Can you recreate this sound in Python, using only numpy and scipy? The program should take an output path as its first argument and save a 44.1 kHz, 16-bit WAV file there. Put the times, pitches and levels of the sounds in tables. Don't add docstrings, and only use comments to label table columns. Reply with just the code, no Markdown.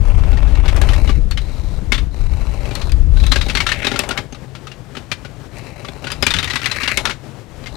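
import sys
import numpy as np
from scipy import signal
from scipy.fft import rfft, irfft
from scipy.io import wavfile
from scipy.ndimage import uniform_filter1d

SR = 44100
rng = np.random.default_rng(int(sys.argv[2]) if len(sys.argv) > 2 else 0)


def inscribe(sig):
    pcm = np.round(np.clip(np.atleast_2d(sig).T, -1, 1) * 32767)
    wavfile.write(sys.argv[1], SR, pcm.astype(np.int16))


def natural_amplitude(level_db):
    exponent = np.asarray(level_db, float) / 20
    return 10 ** exponent


N = 342216

# pitch [Hz], width [Hz], level [dB].
SHELL_MODES = [(2190, 790, -2), (2610, 94, 7), (3992, 260, 3.5), (5400, 87, -16), (9100, 280, -35),
               (11500, 95, -41)]
# pitch [Hz], level [dB], time to die by 60 dB [s].
TABLE_MODES = [(136, -7.5, 0.09), (250.2, 1, 0.063), (393.7, -3, 0.053), (571.7, -2.5, 0.039),
               (798, -7, 0.051)]


def evened(x):
    return x / np.sqrt(np.mean(x ** 2) + 1e-20)


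def steady(x, seconds):
    slow_power = uniform_filter1d(x ** 2, int(seconds * SR))
    return x / np.sqrt(slow_power + 1e-3 * np.mean(x ** 2))


def band(x, lo_hz, hi_hz):
    edges_hz = [lo_hz, min(hi_hz, 0.45 * SR)]
    return signal.sosfilt(signal.butter(2, edges_hz, "band", fs=SR, output="sos"), x)


def read(points, hz):
    point_hz, value = np.transpose(points)
    return np.interp(np.log(hz + 1), np.log(point_hz + 1), value)


def colour(x, points):
    hz = np.fft.rfftfreq(len(x), 1 / SR)
    return irfft(rfft(x) * natural_amplitude(read(points, hz)), len(x))


def resonate(x, hz, width_hz):
    r = np.exp(-np.pi * width_hz / SR)
    return signal.lfilter([1 - r, 0, r - 1], [1, -2 * r * np.cos(2 * np.pi * hz / SR), r * r], x)


def ring(t, hz, db, t60, phase):
    t = t[:, None]
    tones = natural_amplitude(db - 60 * t / t60) * np.sin(2 * np.pi * (hz * t + phase))
    return tones.sum(1)


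def add(mix, s, sound):
    part = mix[round(s * SR):][:len(sound)]
    part += sound[:len(part)]


def wind():
    # time [s], buffet level [dB], flutter level over the buffet [dB].
    gusts = [(0.0, -11.5, -13.5), (0.06, -9, -16.5), (1.23, -11, -14), (1.38, -18, -15.5),
             (1.51, -21.5, -12.5), (2.03, -16, -10.5), (2.14, -28.5, -5), (2.2, -11.5, -19),
             (2.77, -26, -4), (2.92, -11, -17.5), (3.18, -7.5, -16.5), (3.8, -33, 2), (3.98, -32, -4),
             (4.52, -50.5, 7), (6.07, -45.5, 6), (6.33, -28, 3.5), (6.59, -47, 8), (7.07, -34, -0.5),
             (7.3, -60, 5), (7.76, -30.5, -4.5)]
    # pitch [Hz], level [dB per Hz].
    buffet_tone = [(5.9, -27), (10, -7), (32, -0.5), (48, -0.5), (118, -16), (173, -20.5), (221, -28),
                   (296, -26.5), (425, -42), (500, -32), (650, -66), (1100, -120)]
    s, buffet_db, flutter_db = np.transpose(gusts)
    t = np.arange(N) / SR
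    slow, fast, puffing = rng.standard_normal((3, N))
    lumps = steady(band(colour(slow, buffet_tone), 11.7, 79.5), 0.099)
    puffs = natural_amplitude(2.8 * evened(band(puffing, 3.3, 25)))
    flutter = steady(puffs * band(colour(fast, buffet_tone), 77.3, 620), 0.15)
    flutter = natural_amplitude(np.interp(t, s, flutter_db)) * flutter
    return natural_amplitude(np.interp(t, s, buffet_db)) * (lumps + flutter)


def open_air():
    # pitch [Hz], level [dB per Hz].
    air_tone = [(35, -40.5), (60, -18.5), (101, -7.5), (118, -2.5), (140, -7), (164, -13.5), (392, -17),
                (721, -22), (773, -23), (849, -24.5), (7520, -42), (15200, -55), (16300, -66)]
    far, drone, swelling = rng.standard_normal((3, N))
    swell_db = 2.2 * evened(band(swelling, 0.24, 6.7))
    wash = natural_amplitude(-39.5 + swell_db) * evened(colour(far, air_tone))
    hum = natural_amplitude(-46) * evened(resonate(drone, 133, 8.7))
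    return wash + hum


def rolling(ticks_per_s=700, spread_db=5.0, hiss=0.38, ringing=0.45):
    # time [s], level [dB], brightness [dB], board rumble [dB].
    rolls = [
        [(0.0, -42.5, -2, 6.5), (0.538, -43.5, -10.5, 8), (0.912, -33, -1.5, 5.5), (1.2, -42, -2, -2)],
        [(1.4, -45.5, 1, 0), (1.78, -49, 2, 4), (1.8, -44, -2, 13)],
        [(2.1, -45.5, 0, 2.5), (2.722, -40, -2, 4), (2.9, -46.5, 5.5, 9)],
        [(3.15, -52, 15, 12), (3.844, -27, -11, -8), (4.22, -64, 4.5, 32.5)],
        [(5.5, -40, -3.5, -2.5), (6.142, -48, 0, 7), (6.396, -39.5, -2, -7.5), (6.924, -21, -5, -14.5),
         (7.15, -67.5, 14.5, 36)],
        [(7.6, -53, -17, 1), (7.616, -61, -10, -5), (7.76, -48.5, 9.5, 13)],
    ]
    # pitch [Hz], level [dB per Hz].
    tread_tone = [(530, -26), (900, 11), (1370, 8.5), (2420, 13.5), (2690, -17.5), (3260, 12), (3860, 15),
                  (7230, -26), (9200, -38), (16000, -38)]
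    t = np.arange(N) / SR
    strength = natural_amplitude(spread_db * np.minimum(rng.exponential(1, N), 4))
    ticks = (rng.random(N) < ticks_per_s / SR) * strength
    burst = signal.lfilter([1], [1, -np.exp(-1 / (0.0014 * SR))], ticks)
    drive = (evened(burst) + hiss) * rng.standard_normal(N)

    rung = sum(natural_amplitude(db) * resonate(drive, hz, width) for hz, width, db in SHELL_MODES)
    shell = ringing * evened(rung) + (1 - ringing) * evened(colour(drive, tread_tone))
    boards = sum(natural_amplitude(db) * resonate(drive, hz, 2.5 / t60) for hz, db, t60 in TABLE_MODES[1:])
    boards = evened(boards) + 1.52 * evened(band(drive, 240, 1430))

    layers = [band(shell, 1100, 3010), band(shell, 2680, 14000), boards]
    gains = np.zeros((3, N))
    for rows in rolls:
        s, db, bright_db, rumble_db = np.transpose(rows)
        inside = (t >= s[0]) & (t < s[-1])
        fade = signal.windows.tukey(inside.sum(), 0.05)
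        for gain, level_db in zip(gains, (db, db + bright_db, db + rumble_db)):
            add(gain, s[0], fade * natural_amplitude(np.interp(t[inside], s, level_db)))
    return sum(gain * steady(layer, 0.153) for gain, layer in zip(gains, layers))


def clack(row, luck, grit):
    s, db, hz, crack_db, thud_db, t60 = row
    t = np.arange(len(grit)) / SR
    t60 = np.clip(t60, 0.008, 0.06)

    modes_hz, _, modes_db = np.transpose(SHELL_MODES)
    pick = luck[:len(SHELL_MODES)]
    shell = ring(t, modes_hz * (0.94 + 0.12 * pick[::-1]), modes_db - 13 - 12 * pick, 0.52 * t60, 9 * pick)
    shell += ring(t, np.array([hz]), 0, t60, 0)
    chatter = band(grit, 1070, 4040) * natural_amplitude(-60 * t / (1.54 * t60))
    swell = 1 - np.exp(-t / 0.00049)
    body = swell * (shell / abs(shell).max() + 1.75 * chatter)

    sharp = band(band(grit[::-1], 3800, 10200), 4400, 17000)
    crack = swell * sharp * natural_amplitude(-60 * t / (0.3 * t60))

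    wood_hz, wood_db, wood_t60 = np.transpose(TABLE_MODES)
    wood_db = wood_db - 8 * luck[-len(TABLE_MODES):]
    thud = (1 - np.exp(-t / 0.0021)) * ring(t, wood_hz, wood_db, wood_t60, 0)

    parts = [body, crack, thud]
    levels = natural_amplitude(db + np.array([0, crack_db, thud_db + 0.5]))
    return s, sum(level * part / abs(part).max() for level, part in zip(levels, parts))


def clacks():
    # (clack holds it between 0.008 and 0.06 s, so any longer value sounds as 0.06 s).
    knocks = [(0.187, -32.5, 1160, -29, -16, 0.88), (0.2356, -27.5, 1280, -29, -13, 6.0),
              (0.3289, -23.5, 1460, -30, 1, 1.2), (0.3716, -24.5, 1845, -30, -10, 0.86),
              (0.4217, -30.5, 1980, -35, 6, 0.036), (0.4758, -29.5, 1650, -36, 1, 0.082),
              (0.521, -35, 1820, -24, 1, 0.11), (0.5506, -25, 1860, -20, -10, 0.63),
              (0.6558, -22, 1520, -29, -8.5, 0.15), (0.6802, -14, 2180, -32, -11, 0.25),
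              (0.764, -21, 1170, -4, -20, 0.38), (0.815, -14, 1654, -6, -7.5, 0.3),
              (0.888, -14, 3020, -18, -10.5, 0.21), (0.9337, -17.5, 1850, -11, -26, 0.69),
              (1.0753, -22, 2900, -18, -20, 0.14), (1.0923, -17, 1160, -29, -2, 0.38),
              (1.3106, -19, 4360, -6, -14, 0.06), (1.3738, -16, 3036, -37, -20, 0.12),
              (1.92, -5, 2196, -16, -13.5, 0.055), (1.945, -15, 3475, -30, -16, 0.11),
              (1.9786, -17.5, 3570, -31, -12, 0.091), (2.6536, -26.5, 2560, -31, -1, 6.0),
              (2.7094, -22.5, 2410, -26, 0, 0.6), (2.752, -16.5, 4320, -3, -13, 0.22),
              (2.815, -20.5, 4210, -31, -13, 0.21), (2.8938, -27.5, 2550, -8, -12, 0.053),
              (2.9193, -19.5, 4760, -2, -17, 0.03), (3.1702, -27.5, 1540, -16, -13, 0.46),
              (3.2, -25, 3890, -17, -15, 0.51), (3.237, -21, 2610, -16, -18, 0.1),
              (3.2654, -17.5, 3890, -4, -25, 0.13), (3.3153, -12.5, 3740, -20.5, -14, 0.1),
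              (3.3189, -3, 4080, -22, -21, 0.23), (3.3584, -8, 1628, -20, -10.5, 0.17),
              (3.4117, -10, 3800, -24, -33, 0.12), (3.463, -23.5, 3830, -20, 2, 0.3),
              (3.485, -18.5, 2740, -10.5, -15, 6.0), (3.497, -10.5, 2610, -31, -22, 0.16),
              (3.5506, -8.5, 4330, -21.5, -13, 0.088), (3.5503, -21, 2610, -37, -25, 6.0),
              (3.5708, -7.5, 2120, -24.5, -26, 0.12), (3.6034, -6.5, 2265, -30, -28, 0.24),
              (3.665, -9, 1362, -25, -26, 0.12), (3.6894, -11, 1815, -18.5, -18, 0.094),
              (3.7169, -6.5, 1800, -40, -26, 0.22), (3.7893, -24.5, 2700, -10.5, -17, 0.18),
              (3.8272, -22, 1460, -33, -28, 6.0), (3.8462, -10.5, 2580, -27.5, -9, 0.17),
              (3.8682, -6, 3750, -20.5, -9.5, 0.19), (3.915, -12.5, 1400, -28, -4, 0.13),
              (3.9401, -19, 2120, -26, 1, 0.087), (3.9592, -13.5, 1384, -20.5, -14, 0.31),
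              (3.9907, -6, 2610, -2, -10.5, 0.12), (4.0354, -19, 2140, -33, -16, 0.16),
              (4.0898, -18, 2910, 0, -0.5, 6.0), (4.1085, -11, 1417, -30, -9, 0.17),
              (4.1748, -10.5, 2210, -22, -28, 0.083), (4.3243, -29, 6300, -10, 3, 0.42),
              (4.3462, -29.5, 1220, -31, -5, 0.06), (4.551, -26.5, 1380, -42, -12, 0.12),
              (4.6695, -24, 1256, -30, -18, 0.13), (4.716, -26, 2780, -38, -22, 0.061),
              (4.9512, -26.5, 1320, -38, -14, 0.04), (4.968, -22, 3010, -38, -3, 0.09),
              (5.1155, -12, 2400, -19, -15, 0.049), (5.248, -26.5, 1470, -43, -5, 0.063),
              (5.5834, -35.5, 1880, 1, -4, 0.087), (5.847, -23.5, 1160, -33, -11, 0.26),
              (5.8845, -22, 3470, -21, -3.5, 0.03), (6.0392, -37, 2520, -13, 1, 0.14),
              (6.0423, -21.5, 2770, -13, -3, 0.32), (6.069, -16.5, 1475, -33, -19, 0.2),
              (6.102, -17.5, 1690, -20, -27, 0.16), (6.1172, -14.5, 4950, -4, -21, 0.2),
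              (6.225, -5, 5020, -9, -9, 0.23), (6.2659, -2, 2410, -8, -17.5, 0.16),
              (6.3053, -6, 3650, -17, -34, 0.29), (6.338, -8, 3453, -14, -26, 0.1),
              (6.3647, -11.5, 3000, -23, -21, 0.17), (6.3861, -8.5, 3750, -23, -15.5, 0.15),
              (6.4282, -32, 2860, -29, -18, 0.21), (6.4275, -14, 3100, -15, -23, 0.21),
              (6.4432, -11.5, 3650, -10, -24, 0.28), (6.4747, -15.5, 1900, -27, -26, 0.077),
              (6.4993, -14.5, 1950, -22, -17, 1.4), (6.5066, -14.5, 3980, -25, -17, 0.14),
              (6.5333, -14, 1980, -21, -14, 0.17), (6.556, -19, 1094, -3.5, -21, 0.061),
              (6.557, -9.5, 1960, -23.5, -20, 0.078), (6.5936, -23.5, 1940, -24, -10, 6.0),
              (6.6152, -19.5, 1380, -27, -15, 0.28), (6.6425, -15, 2860, -27, -20, 0.1),
              (6.658, -5.5, 2014, -16, -32, 0.44), (6.7138, -9.5, 4060, -21, -29, 0.24),
              (6.7595, -22.5, 1890, -31, -31, 0.41), (6.8136, -21, 1290, -36, -25, 6.0),
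              (6.8325, -9, 2785, -26, -16.5, 0.97), (6.8762, -8.5, 2790, -27, -15, 0.62),
              (6.9729, -5.5, 2190, -4, -15.5, 0.12), (7.0532, -7, 1400, -13, -18, 0.041),
              (7.0717, -13.5, 1350, -26, -16, 0.093), (7.096, -14.5, 1430, -18, -27, 0.052),
              (7.1081, -14.5, 2180, -22.5, -21, 0.12), (7.639, -33, 3950, -25, -7, 0.032),
              (7.659, -24, 2080, -29, -21, 6.0), (7.668, -23, 2090, -33, -22, 0.11)]
    out = np.zeros(N)
    luck = rng.random((len(knocks), 24))
    grit = rng.standard_normal((len(knocks), 4096))
    for row, own_luck, own_grit in zip(knocks, luck, grit):
        add(out, *clack(row, own_luck, own_grit))
    return out


def porch(x, t60=0.23, wet_db=-16):
    t = np.arange(6000) / SR
    signs = rng.choice([-1., 1.], len(t))
    present = (rng.random(len(t)) < 0.045) * (t > 0.003)
    echoes = signs * present * natural_amplitude(-60 * t / t60)
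    return x + natural_amplitude(wet_db) * signal.fftconvolve(x, echoes / np.linalg.norm(echoes))[:N]


def scene():
    cars = porch(rolling() + clacks())
    mono = cars + wind() + open_air()
    return np.array([mono, mono])


def roll_off(x):
    return signal.sosfilt(signal.butter(12, 16460, fs=SR, output="sos"), x)


def record(dry):
    left = signal.lfilter(*signal.butter(1, 34.6, "high", fs=SR), dry[0])
    left = np.clip(natural_amplitude(5.5) * left, -1, 1)
    right = natural_amplitude(-15.5) * dry[1] + natural_amplitude(-86) * rng.standard_normal(N)
    return roll_off(np.array([left, right]))


dry = scene()
out = record(dry)
inscribe(out)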